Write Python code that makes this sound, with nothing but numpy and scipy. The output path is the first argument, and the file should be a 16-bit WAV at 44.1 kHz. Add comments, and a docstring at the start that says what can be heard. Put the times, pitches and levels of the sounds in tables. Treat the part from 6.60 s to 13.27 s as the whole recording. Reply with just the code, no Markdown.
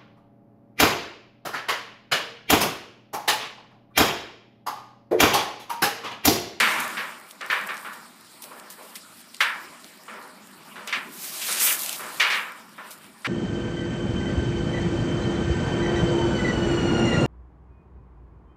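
"""A concrete floor between hard walls, at night: alcohol burns in a foil pan, with only a faint rumble and
hiss. Shoes slap and scuff at a distance: banded noise that holds while the sole drags, then rings away. Cloth
rustles close to the microphone, once in a long sweep, as grainy noise; short noise bursts are its ticks. The
flames are steady coloured noise, raised and lowered, with puffs of rumble and random crackle."""
import sys
import numpy as np
from scipy import signal
from scipy.io import wavfile

SR = 44100
rng = np.random.default_rng(int(sys.argv[2]) if len(sys.argv) > 2 else 0)


def store_wav(level_fs):
    """Save 16-bit WAV to argv[1]."""
    pcm = np.round(np.clip(np.atleast_2d(level_fs), -1, 1) * 32767)
    wavfile.write(sys.argv[1], SR, pcm.T.astype(np.int16))


N = 294225   # length in samples

# Shoes on concrete. Each row: start in seconds, level in dB, colour centre in Hz, tilt in dB per octave,
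# heel thud (boost or cut of the lows) in dB, drag of the sole in seconds, ring time t60 in seconds.
FOOTSTEPS = [(0.001, -7.5, 2350, -7, -8, 0.044, 1), (0.185, -17.5, 1520, -1, -3, 0.029, 0.44),
             (0.37, -15.5, 1930, -3.5, 1, 0.019, 0.64), (0.725, -37, 940, -7, -7, 0.017, 0.3),
             (0.808, -21, 1860, -4.5, 5, .01, 0.51), (0.9, -10.5, 1790, -2, 2.5, 0.033, 0.71),
             (1.088, -18, 1800, -4, 1, 0.015, 0.49), (1.247, -22.5, 1480, -3, 1, 0.024, 0.66),
             (1.838, -35, 700, 1, 3, 0.034, 0.46), (1.908, -30.5, 1060, -2, 7, 0.026, 0.73),
             (2.182, -32.5, 1040, -2.5, 8, 0.023, 0.56), (2.805, -5.5, 1810, 0.4, 1, 0.012, 0.54),
             (3.48, -27.5, 1530, -2, 10, 0.018, 1), (3.538, -30.5, 1090, -6, 3.5, 0.05, 0.72),
             (4.156, -27.5, 1480, -1, 11, 0.022, 0.66), (4.274, -23, 2750, -3, 15, 0.012, 0.55),
             (4.325, -12, 2300, -3.5, -11, 0.014, 0.45), (4.815, -23, 2800, 4.5, -4, 0.023, 0.42),
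             (4.886, -23, 1520, 3.5, 23, 0.019, 0.52), (5.010, -20, 2400, -4, 7, 0.037, 0.51),
             (5.063, -16, 2600, -3, 2, 0.058, .35), (5.394, -25.5, 1330, 0.5, 15, 0.064, 0.78),
             (5.598, -7, 2370, -3, 2, 0.032, 0.81), (5.701, -13, 2410, -3, 0.5, 0.063, 0.57),
             (6.179, -27.5, 1470, -4.5, 2, 0.023, 0.69), (6.646, -14.5, 2250, -6.5, -6.5, 0.046, 0.55)]
# Colour of a step centred on 1800 Hz. Each row: frequency in Hz, relative level in dB per Hz.
STEP_COLOUR = [(120, -62), (300, -31), (600, -18), (1000, -8), (1750, 0), (2600, -4), (4000, -10),
               (6500, -23), (11000, -36.5), (15000, -57.5)]
STEP_CENTRE_HZ = 1800
# Ringing between the walls. Each row: frequency in Hz, ring time there as a multiple of the step's t60.
WALL_RING = [(300, 0.97), (800, 1.32), (2000, 0.81), (5000, 0.39), (12000, 0.32)]


def steps():
    """A slap fills the room within milliseconds, lasts while the sole drags, then dies, treble fastest."""
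    hop = 8   # envelopes are computed at every 8th sample
    age = np.arange(0, 1.3, hop / SR)
    build = 1 - np.exp(-age / 0.00053)
    out = np.zeros(N)
    for hz, noise in bands(grain_db=3.0, from_hz=110):
        power = np.zeros(N // hop + 1 + len(age))
        thud_share = 1 / (1 + (hz / 700) ** 4)   # the heel sounds in the low bands only
        ring_share = at_hz(WALL_RING, hz)
        drag_share = min(ring_share, 1) ** 0.87
        for s, step_db, centre_hz, tilt_db, thud_db, drag_s, t60_s in FOOTSTEPS:
            colour_db = at_hz(STEP_COLOUR, hz * STEP_CENTRE_HZ / centre_hz)
            colour_db += tilt_db * np.log2(max(hz, 500) / centre_hz)
            ringing_s = np.maximum(age - drag_s * drag_share, 0)
            fall_db = -60 * ringing_s / (t60_s * ring_share)
            level_db = step_db + colour_db + thud_share * thud_db + fall_db
            at = round(s * SR / hop)
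            power[at:at + len(age)] += from_db(2 * level_db) * build ** 2
        out += np.repeat(np.sqrt(power), hop)[:N] * noise
    return out


# One long sweep of cloth. Each row: time in seconds, level in dB, tilt in dB per octave.
CLOTH_SWEEP = [(4.455, -63, 9), (4.549, -39.5, 0), (4.645, -32.5, 0.5), (4.775, -32.5, -0.5),
               (4.921, -24, -2.1), (4.99, -25, -2.8), (5.033, -15, 3), (5.133, -22, 2), (5.17, -31.5, 0.5),
               (5.215, -27, .9), (5.335, -33, -2.5), (5.4, -36, 2.5), (5.455, -41, -1.5), (5.6, -38.5, 0.5),
               (5.67, -41.5, 5), (5.76, -40.5, -6), (5.85, -51, -5)]
# Short brushes of cloth. Each row: time of the peak in seconds, level in dB, tilt in dB per octave,
# rise in seconds, fall in seconds.
CLOTH_BRUSHES = [(0.001, -27.5, -7.5, 0.016, 0.076), (0.12, -33.5, -5, 0.33, 0.37),
                 (0.204, -31, 1, 0.016, .05), (0.714, -44, 0, .09, 0.027), (0.918, -39.5, 6, 0.044, 0.17),
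                 (1.072, -44, 6, .015, .04), (1.232, -45, -0.5, 0.37, 0.31),
                 (1.334, -41.5, -1.5, .02, 0.056), (1.822, -38.5, 0, 0.0092, 0.11),
                 (2.0, -46.5, 1, 0.15, .015), (2.104, -38.5, 1.5, .01, .09), (2.3, -47.5, -1, 0.35, 0.23),
                 (2.36, -34.5, -2.5, .013, 0.044), (2.61, -46, -0.2, 0.14, 0.022),
                 (2.745, -45, -4.5, 0.017, .02), (2.806, -34.5, -4, 0.0061, .12),
                 (3.246, -47, -2.5, .03, .15), (4.276, -35.5, -4, .007, 0.025),
                 (4.372, -46, -8, .14, 0.057), (6.27, -48, -3.5, .055, 0.19),
                 (6.315, -38, -0.5, .02, 0.059), (6.438, -49.5, -5.5, 0.099, 0.16)]
BRUSH_RANGE_DB = 20   # gained in the rise time, lost in the fall time


def rubbing():
    """Level and tilt of the cloth: sweep and brushes add in power, and the loudest dominates the tilt."""
    t = np.arange(N) / SR
    level_db, tilt_db = in_time(CLOTH_SWEEP)
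    sweeping = (CLOTH_SWEEP[0][0] < t) * (t < CLOTH_SWEEP[-1][0])
    power = from_db(2 * level_db) * sweeping + 1e-20
    tilted = power * tilt_db
    for s, peak_db, brush_tilt_db, rise_s, fall_s in CLOTH_BRUSHES:
        away = np.maximum((s - t) / rise_s, (t - s) / fall_s)
        brush = from_db(2 * (peak_db - BRUSH_RANGE_DB * np.minimum(away, 10)))
        power = power + brush
        tilted = tilted + brush * brush_tilt_db
    return 10 * np.log10(power), tilted / power


# Colour of rubbing cloth. Each row: frequency in Hz, relative level in dB per Hz.
CLOTH_COLOUR = [(150, -57), (400, -16), (900, -14.5), (2800, -1.5), (5000, -1.5), (10600, 1), (14500, -0.5),
                (15500, -3)]


def rustle():
    """Rubbing cloth: dense bright grains of noise that waver in level and colour with the strokes."""
    level_db, tilt_db = rubbing()
    level_db = level_db + 1.08 * drift(24.0)
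    tilt_db = np.clip(tilt_db, -9, 7)
    direct = np.zeros(N)
    for hz, noise in bands(grain_db=2.5, from_hz=140):
        colour_db = at_hz(CLOTH_COLOUR, hz) + tilt_db * np.log2(max(hz, 800) / 10000)
        direct += from_db(level_db + colour_db + 1.2 * drift(7.3)) * noise
    near = np.clip((level_db + 50) / 12, 0, 1)   # faint strokes are far and share the floor reflection
    return near * direct + (1 - near) * floor_reflection(direct)


# Cloth ticks near the microphone. Each row: start in seconds, level before the decay in dB, centre in Hz.
CLOTH_TICKS = [(0.203, -19, 13500), (0.2793, -26, 10300), (0.7102, -32.5, 5000), (0.813, -30, 4170),
               (0.8627, -32, 9700), (1.013, -36, 6000), (1.073, -28, 13500), (1.144, -33, 6000),
               (1.1695, -34.5, 5460), (1.178, -35, 6000), (1.2121, -38, 9900), (1.3352, -43, 4150),
               (1.822, -31, 10000), (1.8404, -31.5, 3510), (1.998, -36, 4630), (2.1023, -31, 9600),
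               (2.3554, -27, 4330), (2.7458, -30, 4690), (2.767, -35, 4830), (3.2442, -35, 4580),
               (4.275, -26, 3930), (4.2944, -31, 4410), (4.9253, -18, 4250), (5.006, -13, 10700),
               (5.128, -18, 9950), (5.152, -25, 8000), (5.1925, -20, 8500), (5.22, -23, 9000),
               (5.234, -18, 10200), (5.2616, -19, 5150), (5.2938, -15.5, 5930), (5.3285, -21.5, 6000),
               (5.6016, -18, 3560), (5.6223, -22, 3000), (5.7023, -29, 3620), (6.132, -46, 4800),
               (6.308, -35, 8600), (6.444, -43, 3900), (6.621, -45, 3520)]
TICK_OCTAVES, TICK_T60_S = 0.95, 0.009   # width to each side of the centre; decay time


def ticks():
    """A snap of fibres: a dry broad click of noise that dies within milliseconds."""
    age = np.arange(8192) / SR
    out = np.zeros(N + len(age))
    spread = 2 ** TICK_OCTAVES
    decay = from_db(-60 * age / TICK_T60_S)
    for s, level_db, hz in CLOTH_TICKS:
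        edges_hz = [hz / spread, min(hz * spread, 0.45 * SR)]
        sos = signal.butter(2, edges_hz, "band", fs=SR, output="sos")
        snap = rms_one(signal.sosfilt(sos, rng.standard_normal(len(age))))
        at = round(s * SR)
        out[at:at + len(age)] += from_db(level_db) * snap * decay
    return out[:N]


# Background over time. Each row: time in seconds, flame rumble in dB, flame hiss in dB, room flutter in dB.
BED_LEVELS = [(0.0, -35, -24, -38), (0.1, -46.5, -48, -34.5), (0.4, -50, -44.5, -41),
              (0.7, -60, -54, -55), (1.05, -57.5, -47.5, -51.5), (1.35, -56.5, -53, -54.5),
              (1.7, -57, -49.5, -56.5), (2.0, -57.5, -52.5, -50), (2.8, -60, -47.5, -58),
              (2.97, -56.5, -46, -48.5), (3.35, -58.5, -51, -53.5), (3.8, -55.5, -53.5, -54),
              (4.15, -55, -52, -48.5), (5.7, -54.5, -45.5, -44.5), (6.05, -57, -53.5, -55),
              (6.3, -57.5, -54, -51), (6.45, -50.5, -63, -56.5), (6.67, -61, -49.5, -53)]
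# Colours of the three layers. Each row: frequency in Hz, relative level in dB per Hz.
RUMBLE_COLOUR = [(20, -65), (50, -39), (95, -15.5), (135, -15.5), (180, -3.5), (230, 1), (300, -9.5),
                 (400, -11), (700, -60)]
HISS_COLOUR = [(1500, -10), (3000, -10.5), (5000, -2), (8500, -6), (13000, -17), (15500, -18)]
FLUTTER_COLOUR = [(250, -3), (370, 5.5), (460, -13.5), (620, 7), (1300, 2), (2700, -3), (5000, -16.5),
                  (9000, -12)]


def background():
    """Background as three noises: low flame rumble swelled by puffs, a mid flutter of the room's late ringing,
    and bright flame hiss."""
    rumble_db, hiss_db, flutter_db = in_time(BED_LEVELS)
    rumble_gain = np.hypot(from_db(rumble_db), puffs())   # the powers add
    rumble = rumble_gain * steady(RUMBLE_COLOUR, patchy_db=2.5)
    hiss = from_db(hiss_db) * steady(HISS_COLOUR, patchy_db=3.0)
    flutter = from_db(flutter_db) * steady(FLUTTER_COLOUR, patchy_db=3.5)
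    return rumble, flutter, hiss


# Puffs of the flames, brief swells of the rumble. Each row: time of the peak in seconds, level in dB.
FLAME_PUFFS = [(0.2, -41.5), (0.903, -51), (1.038, -47), (1.312, -54), (3.098, -56), (3.258, -53),
               (3.951, -60), (4.2, -59), (4.375, -49), (4.49, -48.5), (5.029, -60), (5.153, -53),
               (5.448, -55), (6.051, -53.5)]
PUFF_S = 0.03   # from the peak to 1/e of it


def puffs():
    """Gain of the puffs: each swells and sinks along a bell curve."""
    t = np.arange(N) / SR
    return sum(from_db(level_db) * np.exp(-((t - s) / PUFF_S) ** 2) for s, level_db in FLAME_PUFFS)


CRACKLE_PER_S, CRACKLE_DB = 72, -57   # mean rate of pops; size of the smallest, before the high-pass


def crackle():
    """Tiny random pops of the burning foil: bright, dry, quickly decaying noise."""
    born = rng.random(N) < CRACKLE_PER_S / SR
    sizes = from_db(CRACKLE_DB + 6.7 * np.minimum(rng.exponential(1, N), 3.2))
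    envelope = signal.lfilter([1], [1, -0.97], born * sizes + 1e-18)
    bursts = envelope * rng.standard_normal(N)
    return signal.sosfilt(signal.butter(2, 3000, "high", fs=SR, output="sos"), bursts)


# Reflections off floor and walls lift and cancel fixed bands.
# Each row: centre in Hz, width in Hz, lift or cut in dB.
ROOM_BANDS = [(390, 40, 5), (500, 40, 4), (610, 60, 1.5), (720, 60, -8), (1010, 60, 2.5), (1180, 100, 2.5),
              (1360, 70, 3), (1770, 120, 3), (2300, 120, 3)]


def room_reflections(x):
    """Sound delayed by floor and walls adds to the direct sound in some bands and cancels it in others."""
    return coloured(x, ROOM_BANDS)


# The floor cancels two bands of hiss and distant cloth. Each row: centre in Hz, width in Hz, cut in dB.
FLOOR_DIPS = [(6250, 1500, -11), (11500, 600, -6)]


def floor_reflection(x):
    """The bounce off the floor partly cancels the direct sound in two treble bands."""
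    return coloured(x, FLOOR_DIPS)


def coloured(x, peaks):
    """A chain of resonant peaks and dips."""
    for hz, width_hz, db in peaks:
        w, a = 2 * np.pi * hz / SR, from_db(db / 2)
        k = np.pi * width_hz / SR
        lift = [1 + k * a, -2 * np.cos(w), 1 - k * a]
        damp = [1 + k / a, -2 * np.cos(w), 1 - k / a]
        x = signal.lfilter(lift, damp, x)
    return x


def steady(colour, patchy_db):
    """Noise of a fixed colour at rms 1, each band wavering on its own."""
    out = np.zeros(N)
    for hz, noise in bands(0, colour[0][0] / 2, colour[-1][0] * 2):
        out += from_db(at_hz(colour, hz) + patchy_db * drift(9.5)) * noise
    return rms_one(out)


EDGES_HZ = 30 * 2 ** np.arange(0, 9.4, 1 / 3)   # third-octave band edges


def bands(grain_db, from_hz=0, to_hz=SR):
    """Third-octave bands of noise of equal power per Hz, as (centre Hz, noise); grain makes it crackle."""
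    sizes = from_db(grain_db * np.minimum(rng.exponential(1, (2, N)), 6))
    white = rms_one(sizes * rng.standard_normal((2, N)))
    for k, (low, high) in enumerate(zip(EDGES_HZ, EDGES_HZ[1:])):
        if from_hz < low and high < to_hz:
            sos = signal.butter(2, [low, high], "band", fs=SR, output="sos")
            yield np.sqrt(low * high), signal.sosfilt(sos, white[k % 2])   # neighbours use different noise


def drift(rate_hz):
    """Slow random wander of spread 1: noise through two low-pass poles, at every 40th sample."""
    r = np.exp(-2 * np.pi * rate_hz * 40 / SR)
    noise = rng.standard_normal(N // 40 + 2002)
    slow = signal.lfilter([1], [1, -2 * r, r * r], noise)[2000:]   # skip the filter's start
    return np.interp(np.arange(N) / 40, np.arange(len(slow)), rms_one(slow))


def from_db(db):
    """Decibels to gain."""
    return 10 ** (np.asarray(db) / 20)


def rms_one(x):
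    """Scale to rms 1."""
    return x / np.sqrt(np.mean(x ** 2) + 1e-20)


def in_time(rows):
    """Columns of a table as curves, read at every sample."""
    s, *columns = np.transpose(rows)
    return [np.interp(np.arange(N) / SR, s, column) for column in columns]


def at_hz(points, hz):
    """A spectrum read on a log-frequency axis."""
    points_hz, values = np.transpose(points)
    return np.interp(np.log(hz), np.log(points_hz), values)


def scene():
    """Steps and flutter take the room's colour, hiss and crackle the floor's; ticks and near cloth are dry."""
    rumble, flutter, hiss = background()
    far = room_reflections(steps() + flutter) + floor_reflection(hiss + crackle())
    close = rustle() + ticks()
    return (close + far + rumble)[None]


def record(dry):
    """The top is cut steeply: a low-pass that is 70 dB down from 15.7 kHz."""
    return signal.sosfilt(signal.cheby2(16, 70, 15700, fs=SR, output="sos"), dry)


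dry = scene()
out = record(dry)
store_wav(out)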